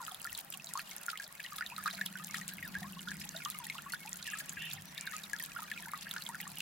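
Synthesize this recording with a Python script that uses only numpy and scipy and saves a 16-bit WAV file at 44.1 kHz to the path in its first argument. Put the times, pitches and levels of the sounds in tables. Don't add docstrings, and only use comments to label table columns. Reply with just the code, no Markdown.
import sys
import numpy as np
from scipy import signal
from scipy.fft import rfft, irfft, next_fast_len
from scipy.io import wavfile
from scipy.ndimage import uniform_filter1d

SR = 44100
rng = np.random.default_rng(int(sys.argv[2]) if len(sys.argv) > 2 else 0)


def to_wav(s):
    ch = np.atleast_2d(s).T
    pcm = np.round(np.clip(ch, -1, 1) * 32767)
    wavfile.write(sys.argv[1], SR, pcm.astype(np.int16))


N = 291501
TIME = np.arange(N) / SR

# t/s, f/Hz, level/dB, ring time/(usual for that size), glide/(octaves per s)
HERO_BUBBLES = [(.0028, 1067, -41, 1.1, -10), (0.024, 1440, -48.5, 1.6, -6), (0.0656, 2980, -33, 0.18, -24),
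                (0.0805, 1278, -32.5, 0.54, 0), (.114, 3290, -41.5, 1.1, -10),
                (.1168, 732, -48.5, 1.1, 1.5), (.145, 3450, -39, 0.9, -23), (0.2447, 4400, -36, 0.57, -27),
                (0.2509, 1386, -34, 0.69, -3), (0.271, 1740, -37.5, 0.75, 5),
                (0.296, 2730, -42.5, 0.73, -6), (0.3496, 3970, -36.5, 1.6, -38), (0.3832, 3260, -49, 2, -3),
                (0.539, 2820, -34.5, 0.49, -28), (.545, 1066, -54.5, 1, 6), (0.598, 2500, -43.5, 0.95, 11),
                (.64, 660, -55.5, 1.1, 3.5), (0.6707, 3800, -36, 0.72, -10),
                (0.7537, 1015, -31, 0.63, 15.5), (0.7741, 1188, -37.5, 1.1, 9.5),
                (.7752, 4330, -39, 1, -13), (0.793, 1560, -28.5, 0.2, -7), (.7947, 2540, -33, 0.38, -34),
                (.8015, 4240, -38.5, .9, -12), (.8724, 2900, -48, 1.2, -12), (.916, 2100, -44, 1.3, 8.5),
                (.955, 1500, -55, 1.2, -7), (1.0829, 1427, -28, 0.55, -5), (1.1021, 4570, -37, 0.67, -30),
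                (1.131, 1292, -36.5, 0.95, -2), (1.1557, 1890, -38, 0.88, 31),
                (1.1743, 2920, -29.5, 0.19, -30), (1.199, 1577, -35, 0.67, 5),
                (1.2414, 4900, -43, 2.1, -35), (1.245, 638, -58, 0.97, -3.5), (1.397, 1755, -40, 0.79, -17),
                (1.4022, 2330, -32.5, 0.34, -22), (1.4394, 3980, -42.5, 1.3, -9),
                (1.4473, 1855, -40, 1.1, 8), (1.463, 2800, -36, 0.44, 3), (1.522, 1231, -41.5, 1.36, -7),
                (1.5831, 3430, -33.5, 0.49, -36), (1.583, 1280, -38, 1.2, -0.5),
                (1.5835, 1690, -46, .9, -2), (1.609, 1416, -28, 0.71, 13), (1.6228, 1880, -33, 0.9, -14),
                (1.6633, 3600, -31, 0.6, -20), (1.7012, 2430, -40, 0.47, -12), (1.716, 2390, -45, 1.5, 13),
                (1.721, 900, -48.5, 1.9, 16.5), (1.7642, 3800, -34.5, 0.44, -11),
                (1.7817, 1270, -34, 0.77, 0), (1.7994, 1655, -49, 1.3, 8), (1.8563, 1075, -38, .4, 12),
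                (1.859, 1208, -23.5, 0.55, 6.5), (1.866, 3800, -36.5, 1, -13),
                (1.869, 1220, -30.5, 0.51, 29), (1.8767, 1430, -27, 0.53, 37), (1.8795, 2320, -41, 0.8, 13),
                (1.91, 3770, -34, 0.82, -14), (1.935, 681, -48.5, 0.92, 0.5),
                (1.9485, 4070, -36.5, 0.64, -30), (1.9807, 2180, -41, 0.61, -9),
                (1.989, 1480, -36.5, 0.86, 3), (2.0123, 1630, -27.5, 0.75, 22),
                (2.0632, 3310, -27.5, 0.56, -60), (2.155, 1490, -34.5, 1.4, 2.5),
                (2.1972, 1212, -43, 1.2, 2.5), (2.297, 1140, -48.5, 1.35, 7.5), (2.296, 2100, -47, 3.9, 4),
                (2.343, 1745, -29, 0.55, 45), (2.3432, 1334, -34, .6, -5.5), (2.354, 3140, -39, 1.2, -15),
                (2.384, 1264, -44, 0.83, -2), (2.4142, 1810, -37, 0.56, 13), (2.583, 2110, -35, 0.5, -11),
                (2.6267, 1960, -32.5, 0.69, -10), (2.6462, 1840, -45, 3.4, -12.5),
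                (2.7432, 1970, -36.5, 0.52, -33), (2.752, 1550, -31.5, 1.4, 7.5),
                (2.8193, 738, -46.5, 1, -2.5), (2.8302, 1830, -37, 0.63, -3), (2.842, 1008, -44, 2, 8),
                (2.968, 1042, -48, 1, 7), (2.9927, 2950, -39, 0.85, -7), (3.074, 1383, -37, 1.8, 13),
                (3.0854, 3300, -32, 0.36, -35), (3.116, 1580, -29, 0.33, 1),
                (3.2135, 2300, -37.5, 0.39, -33), (3.239, 2630, -42.5, 0.76, -29),
                (3.3435, 1430, -43, 0.86, 5), (3.3478, 643, -45, 1.6, 2), (3.365, 3680, -35, 1.2, -11),
                (3.403, 1440, -44, 0.75, 0), (3.405, 2340, -46, 1.2, -6), (3.42, 2250, -39, 1.05, -12),
                (3.4508, 5870, -32.5, 0.45, -30), (3.452, 3270, -36.5, 1.4, -29),
                (3.4582, 1151, -32, 1.18, 4), (3.4904, 2520, -49, 0.74, -24),
                (3.5087, 3550, -39.5, 0.82, -16), (3.546, 2110, -43.5, 1.2, 4),
                (3.6396, 3230, -45, 0.93, -8), (3.549, 1196, -42.5, 0.74, 3),
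                (3.6006, 1013, -46.5, 2.5, -4.5), (3.666, 1784, -42, 1, 21), (3.6992, 2077, -26, 0.56, 10),
                (3.752, 1000, -41.5, 0.49, 29), (3.782, 2740, -36.5, 0.54, -20),
                (3.786, 1267, -37.5, 0.6, 32), (3.8618, 1080, -41.5, 1.16, 4.5),
                (3.9255, 4140, -41, 2.5, 13), (3.936, 1410, -28, 0.62, 22), (4.0517, 813, -48.5, 1.7, 6.5),
                (4.076, 2420, -42.5, 0.85, 9), (4.1403, 1380, -51.5, 2, 9), (4.2263, 4040, -37.5, 1.3, -31),
                (4.268, 2730, -29.5, 0.3, -20), (4.2752, 1804, -38.5, 1.8, -7),
                (4.3214, 1242, -47, 1.1, -2.5), (4.334, 1700, -33.5, 0.92, -4),
                (4.3528, 1270, -42, 1.9, 2.5), (4.3865, 7360, -37, 1.8, -16), (4.405, 1624, -37, 0.59, 3),
                (4.494, 7000, -32, 1.9, -23), (4.5707, 1675, -40.5, 1.7, -6.5), (4.617, 1800, -43, 1.2, 2),
                (4.7117, 3570, -36.5, 1.2, -23), (4.9786, 3550, -31, 0.56, -34),
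                (4.9837, 1820, -42, 0.91, -8), (5.0685, 3820, -35, 0.96, -29),
                (5.0732, 1567, -30.5, 1.5, -2.5), (5.12, 1695, -42.5, 1.4, 12),
                (5.1351, 1240, -39, 1.54, 1.5), (5.238, 3710, -37.5, 1.15, -7),
                (5.333, 1624, -29.5, 0.71, 6), (5.364, 1340, -45, 1.1, -3), (5.388, 3330, -42, .9, -15),
                (5.401, 1896, -37, 1, -9), (5.549, 1210, -48, .8, -11), (5.5625, 1330, -34, 1.17, 15),
                (5.576, 2150, -51, .9, -5), (5.588, 1290, -37.5, 0.97, 2.5), (5.592, 906, -47, 0.71, 9.5),
                (5.6222, 1250, -43.5, 1.5, -2), (5.7151, 1815, -31, 0.77, -15.5),
                (5.7362, 3350, -44, .9, -15), (5.776, 2320, -34, 0.5, 10), (5.8568, 1503, -41.5, 1.4, 3),
                (5.871, 858, -49, 1.1, 15.5), (5.921, 2190, -46, 1.1, -15), (5.935, 1158, -29.5, 0.55, 9.5),
                (5.9427, 1300, -58, 0.47, 4), (5.944, 1930, -41.5, 1, 4), (6.0683, 1620, -36.5, 0.51, -9),
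                (6.1115, 3480, -29, 0.44, -53), (6.138, 1360, -40.5, 0.55, 15),
                (6.1632, 1416, -29.5, 0.59, 25.5), (6.185, 1700, -46, .9, 6), (6.1984, 1390, -48, .9, 7),
                (6.2222, 3970, -33, 0.4, -39), (6.264, 3330, -33.5, 1.1, -18),
                (6.2902, 908, -40.5, 0.53, 4.5), (6.301, 954, -48.5, 1.3, 14.5),
                (6.346, 1594, -33.5, 0.71, -21), (6.4026, 2030, -30.5, 0.33, -31),
                (6.429, 2900, -41, .8, -4), (6.468, 1090, -40.5, 0.56, 16), (6.572, 2900, -37.5, .8, -16),
                (6.6042, 2820, -30, 0.51, -47)]
# t/s, level/dB, colour centre f/Hz, left minus right/dB
HERO_DROPLETS = [(0.051, -25, 7300, 1), (0.0746, -23, 10300, 0), (.0807, -34, 8000, 0),
                 (0.12, -25, 9050, 0), (0.146, -22.5, 10300, 3), (.1989, -38, 10800, .5),
                 (0.2172, -22, 9100, 0), (0.2286, -32, 6070, 3), (0.245, -21, 9200, 1),
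                 (0.2667, -24, 7900, 1), (0.329, -19, 10300, 2), (.343, -28.5, 12500, 2),
                 (.351, -28, 8000, 0), (0.3767, -20, 7500, -2), (0.3895, -17, 13700, -2),
                 (0.4054, -26, 10600, 3), (.5029, -19, 12400, 2), (.5743, -23.5, 9200, 0),
                 (0.6216, -36, 5500, 2), (0.6444, -24, 6100, 1), (.6596, -30, 9000, -4),
                 (0.737, -16, 8500, 0.5), (0.775, -22, 6100, -2), (.893, -28, 13000, 2.5),
                 (0.9127, -26, 6930, 8), (.965, -19, 9500, 1), (0.9826, -30, 6200, -3),
                 (1.014, -27, 11400, -1.5), (1.035, -28, 8050, -3), (1.0643, -19.5, 8100, 3),
                 (1.1167, -25, 9900, 5), (1.1994, -28, 7000, -2), (1.2415, -32, 6500, -3),
                 (1.326, -28, 9500, -2), (1.563, -21, 11800, -2), (1.6, -33, 9000, 2),
                 (1.78, -21.5, 10200, -1), (1.8392, -20, 10200, -3), (1.879, -29, 7000, 0),
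                 (1.936, -27, 6400, -3), (2.012, -29.5, 4240, 1), (2.0614, -15.5, 10300, 1),
                 (2.1722, -28.5, 8800, -3), (2.246, -20.5, 7340, -1), (2.2703, -23, 12100, 2),
                 (2.3103, -25, 5960, 1), (2.343, -34, 4900, 5), (2.3709, -25.5, 7160, 11),
                 (2.3834, -26, 6560, 0), (2.413, -27, 6800, -1), (2.48, -17.5, 7500, 2),
                 (2.486, -28, 7850, -7), (2.5372, -21.5, 12000, -2), (2.652, -25.5, 9800, 2.5),
                 (2.678, -25, 12600, 4), (3.018, -29.5, 7400, 7), (3.107, -29, 5600, 5),
                 (3.1424, -30, 7990, -3), (3.202, -24.5, 10100, 1), (3.2525, -25, 10600, 3),
                 (3.2916, -21, 6600, -1), (3.363, -28, 5600, 0), (3.45, -19, 6260, -2),
                 (3.5012, -15.5, 9150, -1), (3.588, -18, 11000, 1), (3.6685, -22.5, 9900, -1),
                 (3.6999, -29.5, 3970, -1), (3.922, -20.5, 7200, 0), (4.093, -23, 8900, -1),
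                 (4.1305, -17.5, 6560, -2), (4.1586, -26, 7090, -2), (4.171, -26, 9800, -3),
                 (4.2276, -26, 6440, -1), (4.2818, -31, 6350, 0), (4.302, -24, 6600, 0),
                 (4.373, -27, 9100, 1), (4.3867, -30, 7250, 7), (4.4945, -28.5, 6860, 12),
                 (4.5335, -25, 12000, 1), (4.6529, -27, 11900, -3), (4.715, -28, 7000, -2),
                 (4.7344, -16.5, 9800, -2), (5.0105, -20, 6500, 2), (5.114, -27, 7160, 4),
                 (5.166, -20.5, 6700, 3), (5.1907, -31, 5630, 3), (5.333, -22.5, 7040, 7),
                 (5.3643, -28, 5130, 0), (5.398, -18.5, 12100, -3), (5.426, -22, 10000, -2),
                 (5.438, -17.5, 12500, -2), (5.461, -22.5, 9400, 0), (5.519, -34, 5540, 3),
                 (5.6207, -27, 11100, 0), (5.632, -24.5, 10700, -2), (5.8245, -25.5, 9500, -4),
                 (5.9174, -25, 9860, -2), (6.011, -26.5, 6300, 2), (6.029, -30, 5200, -2),
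                 (6.1157, -23, 12000, -1), (6.1387, -22, 7400, 0), (6.1821, -28.5, 4750, 2),
                 (6.2222, -39, 6500, 0), (6.29, -20.5, 8340, 0), (6.4074, -26, 12500, 2),
                 (6.414, -21, 12400, 0), (6.478, -23, 7650, 0), (6.518, -27, 10200, 2),
                 (6.585, -20, 10900, -2), (6.6045, -24.5, 6800, 3)]
# t/s, length/s, level/dB
SPLASH_CUES = [(0.006, 0.065, -45), (0.213, 0.025, -65), (0.3, 0.041, -47), (0.355, 0.072, -44),
               (0.502, 0.059, -40), (1.081, 0.046, -41), (1.18, 0.083, -45), (1.554, 0.043, -44),
               (1.859, 0.023, -42), (1.892, 0.021, -40), (1.923, 0.024, -39), (2.049, 0.026, -39),
               (2.25, 0.022, -53), (2.32, 0.092, -43), (2.476, 0.031, -42.5), (3.195, 0.035, -37.5),
               (3.273, 0.03, -49), (3.339, 0.057, -46.5), (3.496, 0.031, -51), (3.668, 0.028, -52),
               (3.921, 0.036, -33), (4.162, 0.023, -41.5), (4.256, 0.029, -35.5), (4.308, 0.056, -40),
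               (4.363, 0.056, -36), (4.71, 0.041, -38), (5.114, 0.067, -46.5), (5.408, 0.05, -37),
               (5.626, 0.03, -56), (6.01, 0.058, -45), (6.4, 0.014, -34.5)]
# t/s, spray level/dB, gurgle level/dB
SURGES = [(0.0, -60, -56.5), (0.37, -62.5, -64), (0.51, -65.5, -65), (0.92, -56, -60), (1.25, -72, -61.5),
          (1.4, -57, -56), (1.76, -59, -56), (2.43, -56.5, -55.5), (2.89, -60, -59), (3.53, -55.5, -58),
          (3.88, -58.5, -60.5), (4.37, -59, -59), (4.49, -58.5, -55), (4.63, -56, -50.5), (4.91, -61, -59),
          (5.06, -57, -54.5), (5.48, -57.5, -54), (6.6, -58, -56)]
# t/s, length/s, crest f/Hz, level/dB, climb/(share of crest), hoarseness/(share of pitch)
WHISTLE_NOTES = [(3.99, 0.069, 2210, -52.5, 0.046, 0.022), (4.24, 0.14, 2690, -48, 0.038, 0.12),
                 (4.55, 0.18, 2870, -45, .26, 0.11), (4.9, 0.29, 2270, -50.5, .18, 0.108),
                 (5.93, 0.27, 2630, -60, 0.061, 0.12)]
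# t/s, length/s, crest f/Hz, level/dB, climb/(share of crest), hoarseness/(share of pitch)
PEEP_NOTES = [(4.67, .08, 5650, -64, .08, .035), (4.84, .1, 5950, -62.5, .14, .028)]
# t/s, level/dB
DRONE_RIDE = [(0.0, -63), (0.07, -65), (0.62, -62), (1.4, -71), (1.65, -63.5), (2.02, -61.5), (2.06, -60.5),
              (2.59, -56.5), (2.81, -52.5), (3.01, -55), (4.37, -63), (4.85, -56.5), (4.96, -61),
              (6.6, -59)]
HUM_RIDE = [(0, -79.5), (1.5, -76), (1.88, -62), (2.0, -51.5), (2.25, -58.5), (2.45, -56), (2.58, -59.5),
            (2.82, -49.5), (2.97, -58), (3.13, -50.5), (3.3, -73), (3.7, -66), (4.3, -72), (5.0, -65.5),
            (6.61, -64)]
RUMBLE_RIDE = [(0.0, -76), (0.33, -69.5), (0.44, -84), (1.68, -74), (2.5, -73), (2.85, -66), (3.4, -75),
               (4.4, -76), (6.6, -74.5)]
# t/s, length/s, f/Hz, level/dB
BUMP_CUES = [(1.741, 0.12, 90, -65.5), (2.538, 0.16, 79, -61.5), (2.762, 0.064, 75.6, -52),
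             (3.14, 0.15, 72, -61), (4.532, .1, 84.6, -61.5), (4.66, 0.24, 122, -55.5),
             (5.828, 0.06, 62, -69)]
# f/Hz, gain/dB
SPRAY_EQ = [(500, -42), (1500, 5.5), (3000, 0), (4200, 0), (8000, 2), (10200, 4.5), (12500, 6), (15500, 1)]
GLASSY_EQ = [(4000, 3.5), (5900, -3.5), (7150, -2), (8500, -6), (10000, -4)]
RIVER_EQ = [(100, -6), (300, -10), (470, -4.5), (660, 1), (1000, 1), (1650, 1.5), (2400, -6), (4000, -10),
            (8000, -12.5), (15000, -11)]
DRONE_EQ = [(70, -41), (120, -17.5), (152, 0.5), (175, -1), (198, -1), (222, -6), (265, -12.5), (340, -16),
            (430, -25.5), (700, -44.5)]
RUMBLE_EQ = [(15, -32), (30, -12), (60, 2), (90, -2.5), (130, 1.5), (220, -45)]

BUBBLE_HZ = 1344
GRAIN = 512


def bubble(hz, t60, glide, lag):
    swell_cycles, sharp_share, settle_s = .55, .22, .0008
    t60 = np.clip(t60, .002, .15)
    t = np.maximum(np.arange(int(t60 * SR)) + np.array([[lag], [-lag]]) / 2, 0) / SR
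    swell = 1 - np.exp(-t * hz / swell_cycles)
    settling = sharp_share * settle_s * (1 - np.exp(-t / settle_s))
    cycles = hz * (t * 2 ** (glide * t / 2) + settling)
    return swell * np.sin(2 * np.pi * cycles) * np.exp(-np.log(1000) * t / t60)


def ring_for_size(hz):
    octaves = np.log2(hz / BUBBLE_HZ)
    t60 = .062 * 2 ** (-1.2 * octaves)
    glide = 1.5 - 15.9 * max(octaves, -.3)
    return t60, glide


def hero_plinks(gain_db, shimmer_db, lag):
    out = np.zeros((2, N))
    for s, hz, db, stretch, glide in HERO_BUBBLES:
        side, skew = rng.standard_normal(2)
        t60, _ = ring_for_size(hz)
        add(out, s, undb(db + gain_db) * bubble(hz, stretch * t60, glide, lag * skew), pan_db=.5 + side)
    return out * undb(shimmer_db * wander(150))


def loose_plink(hz, rise, place, lag):
    t60, glide = ring_for_size(hz)
    return bubble(hz, t60, glide + 14 * (rise - .5), lag * (2 * place - 1))


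def daughter_bubbles(gain_db, spread_s, spread_oct, lag, count):
    out = np.zeros((2, N))
    for s, hz, db, *_ in HERO_BUBBLES:
        for late, pitch, place, rise in rng.random((count, 4)):
            ring = loose_plink(hz * 2 ** (spread_oct * (pitch - .3)), rise, place, lag)
            add(out, s + spread_s * (.15 + late), undb(db + gain_db) * ring, pan_db=4 * (place - .5))
    return out


def soft_plinks(band_hz, gain_db, spread_db, lag, count):
    out = np.zeros((2, N))
    for k, (when, pitch, size, place, rise) in enumerate(rng.random((count, 5))):
        ring = undb(gain_db + spread_db * size) * loose_plink(pitch_in(band_hz, pitch), rise, place, lag)
        add(out, (k + when) / count * N / SR, ring, pan_db=5 * (place - .5))
    return out


def bubble_crowd(band_hz, cycles, spread_db, lag, count):
    out = np.zeros((2, N))
    for when, pitch, size, life, rise, place in rng.random((count, 6)):
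        hz = pitch_in(band_hz, pitch)
        t60 = cycles * (.5 + life) / hz
        glide = (rise - .3) * 1.65 / t60
        ring = bubble(hz, t60, glide, lag * (2 * place - 1))
        add(out, when * N / SR, undb(spread_db * size ** 2) * ring, pan_db=4 * (place - .5))
    return unit(out)


def sizzle(band_hz, gain_db, spread_db, within_s, cycles, lag, count):
    out = np.zeros((2, N))
    for s, db, _, pan_db in HERO_DROPLETS:
        for late, pitch, size, place in rng.random((count, 4)):
            hz = pitch_in(band_hz, pitch)
            t60 = cycles / hz
            ping = bubble(hz, t60, -.2 / t60, lag * (2 * place - 1))
            add(out, s + within_s * late ** 2, undb(db + gain_db + spread_db * size) * ping, pan_db)
    return out


def droplet(hz, width_oct, lag, hiss=.15, hiss_s=.0013):
    n = np.arange(GRAIN) - GRAIN // 2
    snap = np.sinc(n + np.array([[lag], [-lag]]) / 2)
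    common, *ears = rng.standard_normal((3, GRAIN))
    tail = (n >= 0) * np.exp(-np.abs(n) / (SR * hiss_s)) * (.36 * common + np.array(ears))
    octaves = np.log2(bin_hz(GRAIN) / hz)
    octaves = np.minimum(octaves, octaves / 1.9)
    return unit(irfft(rfft(snap + hiss * tail) / (1 + (octaves / width_oct) ** 2)))


def hero_ticks(gain_db, width_oct, lag):
    out = np.zeros((2, N))
    for s, db, hz, pan_db in HERO_DROPLETS:
        tick = droplet(hz, width_oct, lag * rng.normal(-.99, .43))
        add(out, s - GRAIN / 2 / SR, undb(db + gain_db) * tick, pan_db)
    return out


def surface_pops(centre_hz, gain_db, db_per_oct, width_oct, lag):
    out = np.zeros((2, N))
    for s, hz, db, *_ in HERO_BUBBLES:
        pop = droplet(centre_hz * 2 ** rng.normal(0, .33), width_oct, lag * rng.normal(-1.25, 1))
        tilt_db = db_per_oct * np.log2(hz / BUBBLE_HZ)
        add(out, s - GRAIN / 2 / SR, undb(db + gain_db + tilt_db) * pop)
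    return out


def soft_ticks(band_hz, gain_db, spread_db, width_oct, lag, count):
    out = np.zeros((2, N))
    for k, (when, pitch, size, place) in enumerate(rng.random((count, 4))):
        tick = droplet(pitch_in(band_hz, pitch), width_oct, lag * (2 * place - 1.5))
        s = (k + when) / count * N / SR
        add(out, s, undb(gain_db + spread_db * size) * tick, pan_db=10 * (place - .5))
    return out


def spray(band_hz, spread_db, width_oct, lag, count):
    out = np.zeros((2, N))
    for when, strength, place, wet, pitch in rng.random((count, 5)):
        hz = pitch_in(band_hz, pitch)
        tick = droplet(hz, width_oct, lag * (2 * place - 1.5), hiss=.34 * wet, hiss_s=.013)
        add(out, when * N / SR, undb(spread_db * strength ** 3) * tick, pan_db=8 * (place - .5))
    return unit(eq(out, SPRAY_EQ))


def spray_envelope(flow_db, splash_db, spatter_db, spatter_s):
    power = undb(flow_db)[None] ** 2
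    for s, length, db in SPLASH_CUES:
        add(power, s, undb(db + splash_db) ** 2 * np.hanning(int(SR * length)))
    for s, _, db, *_ in HERO_BUBBLES:
        add(power, s - spatter_s / 4, undb(db + spatter_db) ** 2 * np.hanning(int(SR * spatter_s)))
    return np.sqrt(power[0])


def trickle():
    spray_db, gurgle_db = rides(SURGES)
    shower = spray_envelope(spray_db + 2.5, splash_db=-4.5, spatter_db=-17.5, spatter_s=.0083)
    sputter = undb(3 * wander(60))
    plinks = hero_plinks(gain_db=3.5, shimmer_db=.9, lag=.22)
    plinks += daughter_bubbles(gain_db=-17, spread_s=.024, spread_oct=.87, lag=4.4, count=3)
    plinks += soft_plinks((1445, 3820), gain_db=-45.5, spread_db=3.5, lag=2.5, count=32)
    tinkle = bubble_crowd((2464, 4853), cycles=130, spread_db=13, lag=4.1, count=700)
    sparkle = bubble_crowd((4530, 11740), cycles=56, spread_db=3.5, lag=3.43, count=800)
    gurgle = bubble_crowd((1275, 2500), cycles=65, spread_db=15, lag=5.3, count=900)
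    burble = bubble_crowd((607.6, 1188), cycles=57, spread_db=7, lag=1.1, count=110)
    plinks += undb(spray_db - 5.5) * tinkle + undb(-9) * shower * sparkle
    plinks += undb(gurgle_db - 2) * gurgle + undb(-70) * burble
    plinks += sizzle((4860, 15700), gain_db=-32.5, spread_db=12, within_s=.018,
                     cycles=44, lag=3.4, count=6)
    ticks = hero_ticks(gain_db=-19.5, width_oct=.27, lag=1.34)
    ticks += surface_pops(centre_hz=7200, gain_db=-24.5, db_per_oct=5, width_oct=.54, lag=1.34)
    ticks += soft_ticks((7000, 14100), gain_db=-48.5, spread_db=1, width_oct=.6, lag=1.33, count=90)
    ticks += shower * sputter * spray((2810, 14000), spread_db=9.5, width_oct=.57, lag=4.4, count=2400)
    water = rock_reverb(plinks, t60=.05, wet_db=-6) + eq(ticks, GLASSY_EQ)
    low_cut = signal.butter(3, 580, "high", fs=SR, output="sos")
    return signal.sosfilt(low_cut, water)


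def bird(notes, quaver_hz):
    crest, drop, buzz_hz = .42, .16, 530
    out = np.zeros((2, N))
    for s, length, top_hz, db, climb, hoarse in notes:
        u = np.linspace(0, 1, int(length * SR))
        arch = 1 - np.where(u < crest, climb * (1 - u / crest) ** 2,
                            drop * ((u - crest) / (1 - crest)) ** 2)
        quaver = np.interp(u * length * quaver_hz, np.arange(512), rng.standard_normal(512))
        buzz = np.sin(2 * np.pi * buzz_hz * u * length)
        hz = top_hz * arch * (1 + hoarse * (buzz + .65 * quaver))
        effort = 2 * np.sqrt(u * (1 - u)) * arch ** 2
        add(out, s, undb(db) * effort * sine(hz))
    return out


def rock_reverb(x, t60, wet_db):
    t = TIME[:SR // 2]
    tail = rng.standard_normal((2, len(t))) * np.exp(-np.log(1000) * t / t60)
    tail = tail + tail[::-1] / 4
    tail /= np.sqrt(np.sum(tail ** 2) / 2)
    return x + undb(wet_db) * signal.fftconvolve(x, tail, axes=1)[:, :N]


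def river():
    return noise_bed(RIVER_EQ, side_db=-1) * undb(-58 + wander(6.5))


def far_drone(hum_hz, undertone_hz):
    drone_db, rumble_db, hum_db = rides(DRONE_RIDE) + rides(RUMBLE_RIDE) + rides(HUM_RIDE)
    drone = noise_bed(DRONE_EQ, side_db=-9.5) * undb(drone_db + wander(6))
    rumble = noise_bed(RUMBLE_EQ, side_db=-20) * undb(rumble_db + .5 + 2 * wander(12))
    upper, lower = (sine(hz + 4.5 * wander(14)) for hz in (hum_hz, undertone_hz))
    hum = unit(upper + undb(-5.5) * lower) * undb(hum_db + 1.3 * wander(13))
    return drone + rumble + hum


def bumps(width_oct):
    out = np.zeros((2, N))
    for s, length, hz, db in BUMP_CUES:
        swell = np.hanning(int(SR * length))
        octaves = np.log2(bin_hz(SR) / hz)
        low = irfft(rfft(rng.standard_normal(SR)) / (1 + (octaves / width_oct) ** 4))
        add(out, s, undb(db) * swell * unit(low[:len(swell)]))
    return out


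def noise_bed(points, side_db):
    mid, side = rng.standard_normal((2, N))
    return unit(eq(mid + undb(side_db) * np.array([side, -side]), points))


def undb(db):
    return 10 ** (np.asarray(db) / 20)


def unit(x):
    return x / np.sqrt(np.mean(x ** 2) + 1e-20)


def sine(hz):
    return np.sin(2 * np.pi * np.cumsum(hz) / SR)


def pitch_in(band_hz, share):
    low, high = band_hz
    return low * (high / low) ** share


def bin_hz(size):
    return np.maximum(np.fft.rfftfreq(size, 1 / SR), 1)


def eq(x, points):
    hz, db = np.transpose(points)
    size = next_fast_len(N)
    gain = undb(np.interp(np.log(bin_hz(size)), np.log(hz), db))
    return irfft(rfft(x, size) * gain, size)[..., :N]


def rides(table):
    s, *columns = np.transpose(table)
    return [np.interp(TIME, s, column) for column in columns]


def wander(rate_hz):
    steps = rng.standard_normal(1024)
    return unit(uniform_filter1d(np.interp(TIME * rate_hz, np.arange(len(steps)), steps), size=200))


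def add(out, s, sound, pan_db=0):
    i = int(np.clip(s * SR, 0, N - 1))
    sound = sound * undb(np.array([[pan_db], [-pan_db]]) / 2)
    out[:, i:i + sound.shape[1]] += sound[:len(out), :N - i]


def scene():
    water = trickle()
    whistles = rock_reverb(bird(WHISTLE_NOTES, quaver_hz=550), t60=.07, wet_db=0)
    whistles = rock_reverb(whistles, t60=.7, wet_db=-10)
    peeps = undb(-.5) * rock_reverb(bird(PEEP_NOTES, quaver_hz=400), t60=.18, wet_db=3)
    bed = river() + far_drone(hum_hz=193.4, undertone_hz=169.5) + bumps(width_oct=.47)
    return water + whistles + peeps + bed


def record(dry):
    top_hz = 15900
    return signal.sosfilt(signal.ellip(8, .2, 70, top_hz, fs=SR, output="sos"), dry)


dry = scene()
out = record(dry)
to_wav(out)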